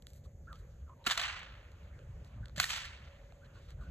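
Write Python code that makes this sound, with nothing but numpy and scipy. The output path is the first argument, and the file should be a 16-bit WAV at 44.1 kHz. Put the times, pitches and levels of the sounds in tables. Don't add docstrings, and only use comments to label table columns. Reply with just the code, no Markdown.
import sys
import numpy as np
from scipy import signal
from scipy.fft import rfft, irfft, next_fast_len
from scipy.io import wavfile
from scipy.ndimage import uniform_filter1d

SR = 44100
rng = np.random.default_rng(int(sys.argv[2]) if len(sys.argv) > 2 else 0)


def file_out(sig):
    cols = np.atleast_2d(sig).T
    lim = np.clip(cols, -1, 1)
    pcm = np.round(lim * 32767).astype(np.int16)
    wavfile.write(sys.argv[1], SR, pcm)


def gain_from_decibels(decibels):
    exponent = np.asarray(decibels, float) / 20
    return 10 ** exponent


N = 171990
T = np.arange(N) / SR
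M = next_fast_len(N + SR // 4)
F = np.maximum(np.arange(M // 2 + 1) * SR / M, 1)

# start in seconds, level in dB, hold in seconds, decay in seconds,
# tilt in dB per octave.
CRACK_BURSTS = [(1.042, -60, .001, .004, 3.0), (1.062, -44, .003, .001, 1), (1.0645, -29, .013, .001, -.3),
                (1.0998, -30, .0008, .001, -.4), (1.106, -36, .002, .002, .4), (1.108, -30, .008, .012, .8),
                (1.1745, -31, .004, .004, .5), (1.197, -33, .0015, .0015, .5),
                (1.2015, -33, .001, .0015, 0), (1.2125, -36, .006, .003, -.6),
                (1.430, -49, .001, .004, -1.5), (2.5605, -49, .004, .004, 4), (2.5805, -40, .001, .002, 5),
                (2.583, -43, .014, .002, 1.5), (2.5975, -36, .002, .001, .4),
                (2.6003, -20.5, .0002, .0003, 1.5), (2.6012, -28, .002, .0015, 2.5),
                (2.617, -45, .001, .001, 3), (2.628, -37, .002, .008, 2.5), (2.642, -29, .0008, .002, 1.5),
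                (2.692, -41, .004, .004, .4), (2.703, -39, .003, .006, -.4), (2.7625, -37, .0005, .002, .4),
                (1.047, -53, .015, .002, -1), (1.392, -48, .002, .004, -1), (2.572, -48, .003, .003, 3),
                (2.72, -43, .0005, .001, 2), (2.729, -40, .006, .006, 0), (2.765, -42, .015, .006, 1),
                (2.85, -46, .008, .008, 1)]
# frequency in Hz, level in dB.
SHOCK_COLOUR = [(350, -30), (680, -14), (1450, -5), (2500, -7), (4100, -6), (5400, -16), (7500, -17.5),
                (13000, -32)]
# start in seconds, frequency in Hz, level in dB,
# 60 dB decay in seconds.
SHOCK_RINGS = [(1.0415, 3850, -47, .011), (1.065, 1394, -27.5, .05), (1.069, 3700, -36, .03),
               (1.11, 1750, -30, 0.041), (1.11, 3577, -26.5, 0.058), (1.177, 3330, -37, 0.036),
               (2.5793, 1723, -29.5, 0.017), (2.6018, 4160, -22.5, 0.025), (2.601, 1520, -24, 0.018),
               (2.6005, 2590, -31.5, 0.022), (2.627, 4220, -38, .04), (2.64, 1858, -21.5, 0.022),
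               (1.066, 6300, -35, .012), (1.112, 7600, -41, 0.036), (2.5805, 7300, -35, 0.018),
               (2.601, 7400, -33, .015), (2.626, 7000, -40.5, .03), (2.642, 7600, -35, .015)]
# start in seconds, frequency in Hz, level in dB,
# 60 dB decay in seconds.
LOW_THUMPS = [
    (1.069, 225, -23.5, 0.037),
    (1.067, 252, -29.5, .045),
    (1.068, 360, -33.5, 0.042),
    (1.066, 703, -34, .045),
    (2.6, 720, -34, 0.035),
    (1.18, 700, -44.5, 0.25),
    (2.575, 183, -31.5, 0.062),
    (1.9, 169, -53.5, 0.053),
    (2.578, 600, -38, 0.053),
    (3.323, 670, -43.5, 0.017),
]
# crack time in seconds, near ground level in dB, tree line delay in
# seconds, tree line level in dB, far woods level in dB.
CRACK_ECHOES = [
    (1.064, -35.5, 0.11, -36, -37),
    (2.599, -37, 0.08, -40, -39.5),
]
ECHO_TILTS = (-0.1, 2.5)
# frequency in Hz, level in dB.
ECHO_COLOUR = [(200, -51), (700, -15.5), (1400, -4), (3000, -4), (4300, -8), (5400, -12), (7000, -11),
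               (13000, -19.5)]
# start in seconds, length in seconds, start pitch in Hz, end pitch in Hz,
# level in dB.
LASH_WHISTLES = [(0.47, 0.032, 1300, 1560, -55.5), (0.486, 0.06, 1600, 1100, -55),
                 (0.492, 0.0905, 1100, 1400, -64.5), (0.885, 0.061, 1020, 1106, -59.5),
                 (.865, 0.052, 1400, 1150, -64), (0.956, 0.11, 960, 890, -67),
                 (2.425, 0.028, 1516, 1640, -59), (3.408, 0.07, 1297, 1877, -68.5),
                 (3.549, 0.042, 1458, 1500, -65.5), (3.785, 0.13, 1470, 1480, -65),
                 (3.807, 0.036, 1300, 1080, -65), (3.55, .04, 1120, 1100, -71),
                 (.25, 0.023, 1100, 1280, -70.5)]
# start in seconds, level in dB, tilt in dB per octave.
HOOF_TICKS = [(0.0232, -55.5, 7.5), (0.069, -45.5, 6), (.1035, -59, 10), (.134, -54, 11.5), (.161, -56, 16),
              (.25, -67, -3), (0.528, -54.5, 14.5), (0.53, -49.5, -3.5), (0.557, -57.5, 1.5),
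              (.896, -68, -2), (1.718, -62, 6), (1.757, -74, -7), (1.832, -70, 0), (1.991, -59, -3.5),
              (2.247, -59.5, 4), (2.4573, -49, 0.5), (2.483, -57.5, 5), (2.496, -56.5, -3),
              (3.024, -68, -2), (3.068, -64, -8), (3.3229, -58.5, -2.5), (3.706, -54.5, 3.5)]
# start in seconds, level in dB, hold in seconds, decay in seconds,
# tilt in dB per octave.
GRASS_RUSTLES = [(.07, -65, 0.033, .02, 11.5), (.125, -63.5, 0.052, 0.021, 14),
                 (.235, -69.5, .025, .008, 8), (.532, -68, 0.032, .02, 2.5), (.585, -69, 0.015, 0.014, 9.5),
                 (2.24, -70, 0.034, 0.027, 5), (3.443, -65, 0.019, 0.0074, -2),
                 (3.53, -67, 0.063, 0.024, 0.5), (3.61, -69, 0.048, 0.019, 0.5),
                 (3.675, -63.5, 0.044, .012, 2), (3.8, -71, .05, .015, 4)]
# time in seconds, level in dB.
WIND_GUSTS = [(0, -53), (.15, -51.5), (.5, -52), (.85, -51.5), (1.0, -57), (1.3, -52), (1.8, -54.5),
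              (1.92, -47.5), (2.3, -50), (2.42, -42), (2.48, -50), (2.6, -44), (2.66, -51), (2.9, -54),
              (3.35, -55.5), (3.75, -49.5), (3.87, -45)]
# frequency in Hz, level in dB.
WIND_COLOUR = [(20, -22.5), (45, -4), (68, -1), (140, -13), (220, -23), (400, -40.5), (600, -72)]
# time in seconds, treble lift in dB.
FIELD_SWELL = [(0, -7.5), (.15, -2.5), (.4, -5.5), (.6, 1), (.8, -1.5), (1.95, 5), (2.3, 3.5), (3.35, 2),
               (3.55, 5), (3.75, 2), (3.85, 6)]
# frequency in Hz, level in dB.
FIELD_COLOUR = [(300, -5), (560, 2.5), (680, -6), (900, -12.5), (1700, -13.5), (3800, -22.5), (6000, -31),
                (13000, -40.5)]
# frequency in Hz, level in dB.
HISS_COLOUR = [(4000, -20), (5600, -11), (6800, -0.5), (8000, -13.5), (13000, -14)]
# frequency in Hz, phase lead in radians.
PORT_LEAD = [(1600, 0.15), (2400, 1.67), (4200, 1.0), (6400, 6), (7500, 6), (8900, 10), (10600, 10),
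             (13500, 14)]
# frequency in Hz, level in dB.
PORT_LEVEL = [(300, 2), (650, -2.5), (1300, -1.5), (2400, -1.5), (4300, -2.5), (7000, 0)]
# frequency in Hz, gain in dB.
MIC_RESPONSE = [(8800, 0), (9300, -10), (9700, -45), (10200, -16), (10600, 0), (13600, 0), (14100, -32),
                (15800, -46)]

BURST_GAIN_DB, FRONT, CROWD_DB = 2, 9, 4
NEAR_T60_S, TREE_RISE_S, TREE_HOLD_S, TREE_T60_S, FAR_T60_S = 0.69, 0.024, 0.092, 0.67, 1.305
AIR_DB_PER_S_AT_8K, ECHO_GRAIN_DB = 63, 1.4
SWISH_WIDTH_HZ = 95
TICK_HOLD_S, TICK_DECAY_S = 0.0006, 0.0012
FIELD_LEVEL_DB, HISS_DB = -67, -80.5
HUM_HZ, HUM_WIDTH_HZ, HUM_DB = 560, 25, -76.5
HUM_SWELL_S, HUM_SWELL_WIDTH_S, HUM_SWELL_DB = 3.234, 0.28, 9
MONO_BELOW_HZ = 340


def curve(table, x, log=False):
    a = np.array(table, float)
    if log:
        return np.interp(np.log(x), np.log(a[:, 0]), a[:, 1])
    return np.interp(x, a[:, 0], a[:, 1])


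def unit(x):
    return x / np.sqrt(np.mean(x ** 2))


def causal(db, size):
    cepstrum = irfft(db * np.log(10) / 20, size)
    cepstrum[1:size // 2] *= 2
    cepstrum[size // 2 + 1:] = 0
    return np.exp(rfft(cepstrum))


def filt(x, response):
    return irfft(rfft(x, M) * response, M)[..., :N]


def walk(rate):
    hold = max(int(SR / rate), 2)
    steps = np.repeat(rng.standard_normal(N // hold + 1), hold)
    return 1.69 * uniform_filter1d(uniform_filter1d(steps, hold), hold)[:N]


def ports(x, other, apart):
    share = np.clip(apart, 0, 1)
    lead = curve(PORT_LEAD, F) * np.minimum(F / 1600, 1)
    half = gain_from_decibels(curve(PORT_LEVEL, F, True) / 2) * np.exp(.5j * lead)
    left = x * np.sqrt(1 - share ** 2) + share * other
    return np.array([filt(left, half), filt(x, 1 / half)])


def bands(table, lo_hz, count, shape):
    colour = gain_from_decibels(curve(table, F, True))
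    out = 0
    for hz in lo_hz * 2 ** (np.arange(count) / 2):
        window = np.cos(np.clip(np.log2(F / hz) * 2, -1, 1) * np.pi / 2)
        out = out + filt(rng.standard_normal((2, N)), window * colour) * shape(hz)
    return out / np.sqrt(np.mean(colour ** 2))


def bursts(rows):
    size = 4096
    out, n = np.zeros((2, N + size)), np.arange(size)
    f = np.maximum(n[:size // 2 + 1] * SR / size, 20)
    for s, db, hold, decay, tilt_db in rows:
        noise = rng.standard_normal((3, size))
        u = n / SR / hold
        envelope = np.exp(-np.maximum(u - 1, 0) * hold / decay) * np.minimum(u * 4, 1)
        crowd = noise[:2] * gain_from_decibels(CROWD_DB * (noise[2] - 1)) * envelope
        crowd[0, 0] -= FRONT * np.exp(-hold / .002)
        colour = causal(curve(SHOCK_COLOUR, f, True) + tilt_db * np.log2(f / 2500), size)
        burst = irfft(rfft(crowd) * colour)
        peak = np.sqrt(np.max(uniform_filter1d(burst[0] ** 2, size=128)))
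        i = int(s * SR)
        out[:, i:i + size] += burst * gain_from_decibels(db) / peak
    return ports(out[0, :N], out[1, :N], 0.4)


def cracks():
    return gain_from_decibels(BURST_GAIN_DB) * bursts(CRACK_BURSTS)


def rings(rows):
    out = 0
    for s, hz, db, t60 in rows:
        u = np.maximum(T - s, 0)
        envelope = gain_from_decibels(db - 60 * u / t60) * (1 - np.exp(-u * hz))
        out = out + envelope * np.sin(2 * np.pi * hz * u + 0.89 * walk(90))
    return ports(out, 0, 0)


def echoes():
    grain = gain_from_decibels(ECHO_GRAIN_DB * walk(400))

    def shape(hz):
        total = 0
        for (s, near_db, delay, tree_db, far_db), tilt_db in zip(CRACK_ECHOES, ECHO_TILTS):
            u, v = np.maximum(T - s, 0), np.maximum(T - s - delay, 0)
            rise = np.minimum(v / TREE_RISE_S, 1)
            near = (T > s) * gain_from_decibels(near_db - 60 * u / NEAR_T60_S)
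            trees = rise * gain_from_decibels(tree_db - 60 * np.maximum(v - TREE_HOLD_S, 0) / TREE_T60_S)
            woods = rise * gain_from_decibels(far_db - 60 * v / FAR_T60_S)
            air_db = AIR_DB_PER_S_AT_8K * u * (hz / 8000) ** 1.505
            colour = gain_from_decibels(tilt_db * np.log2(hz / 2500) - air_db)
            total = total + (near ** 2 + trees ** 2 + woods ** 2) * colour ** 2
        return np.sqrt(total) * grain * gain_from_decibels(1.1 * walk(90))

    a, b = bands(ECHO_COLOUR, 161.4, count=14, shape=shape)
    return ports(a, b, 0.72)


def lash():
    out = np.zeros(N)
    for s, length, start_hz, end_hz, db in LASH_WHISTLES:
        u = np.clip((T - s) / length, 0, 1)
        z = filt(rng.standard_normal((2, N)), 1 / (1 + (F / SWISH_WIDTH_HZ) ** 2))
        phase = 2 * np.pi * np.cumsum(start_hz + (end_hz - start_hz) * u) / SR
        steady = z[0] + .9 * z[0].std()
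        whistle = steady * np.cos(phase) + z[1] * np.sin(phase)
        out += gain_from_decibels(db) * np.sin(np.pi * u) ** .7 * unit(whistle)
    return ports(out, 0, 0)


def hoof_ticks():
    return bursts([(s, db, TICK_HOLD_S, TICK_DECAY_S, tilt_db) for s, db, tilt_db in HOOF_TICKS])


def grass_rustles():
    return bursts(GRASS_RUSTLES)


def wind():
    rumble = bands(WIND_COLOUR, 22, count=10, shape=lambda hz: gain_from_decibels(2 * walk(12)))[0]
    return unit(rumble) * gain_from_decibels(curve(WIND_GUSTS, T))


def field():
    swell = curve(FIELD_SWELL, T)

    def shape(hz):
        treble = np.clip(np.log2(hz / 500), 0, 1)
        return gain_from_decibels(treble * swell + 1.2 * walk(8) + 1.8 * walk(40))

    a, b = bands(FIELD_COLOUR, 250, count=13, shape=shape)
    return ports(a, b, 0.8) * gain_from_decibels(FIELD_LEVEL_DB)


def hum():
    resonance = 1 / (1 + ((F - HUM_HZ) / HUM_WIDTH_HZ) ** 2)
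    tone = unit(filt(rng.standard_normal((2, N)), resonance))
    swell_db = HUM_SWELL_DB * np.exp(-((T - HUM_SWELL_S) / HUM_SWELL_WIDTH_S) ** 4)
    tone = tone * gain_from_decibels(HUM_DB + walk(2.75) + swell_db)
    return ports(tone[0], tone[1], 0.66)


def hiss():
    noise = filt(rng.standard_normal((2, N)), gain_from_decibels(curve(HISS_COLOUR, F, True)))
    a, b = unit(noise) * gain_from_decibels(HISS_DB + 0.95 * walk(4.8))
    return ports(a, b, 0.41)


def scene():
    whip = cracks() + rings(SHOCK_RINGS) + rings(LOW_THUMPS) + echoes() + lash()
    horses = hoof_ticks() + grass_rustles()
    return whip + horses + wind() + field() + hum() + hiss()


def low_pass(x):
    return signal.sosfilt(signal.butter(12, 14970, fs=SR, output="sos"), x)


def record(dry):
    mid, side = (dry[0] + dry[1]) / 2, (dry[0] - dry[1]) / 2
    side = filt(side, 1 / (1 + (MONO_BELOW_HZ / F) ** 4))
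    mix = filt(np.array([mid + side, mid - side]), causal(curve(MIC_RESPONSE, F, True), M))
    return low_pass(mix)


dry = scene()
out = record(dry)
file_out(out)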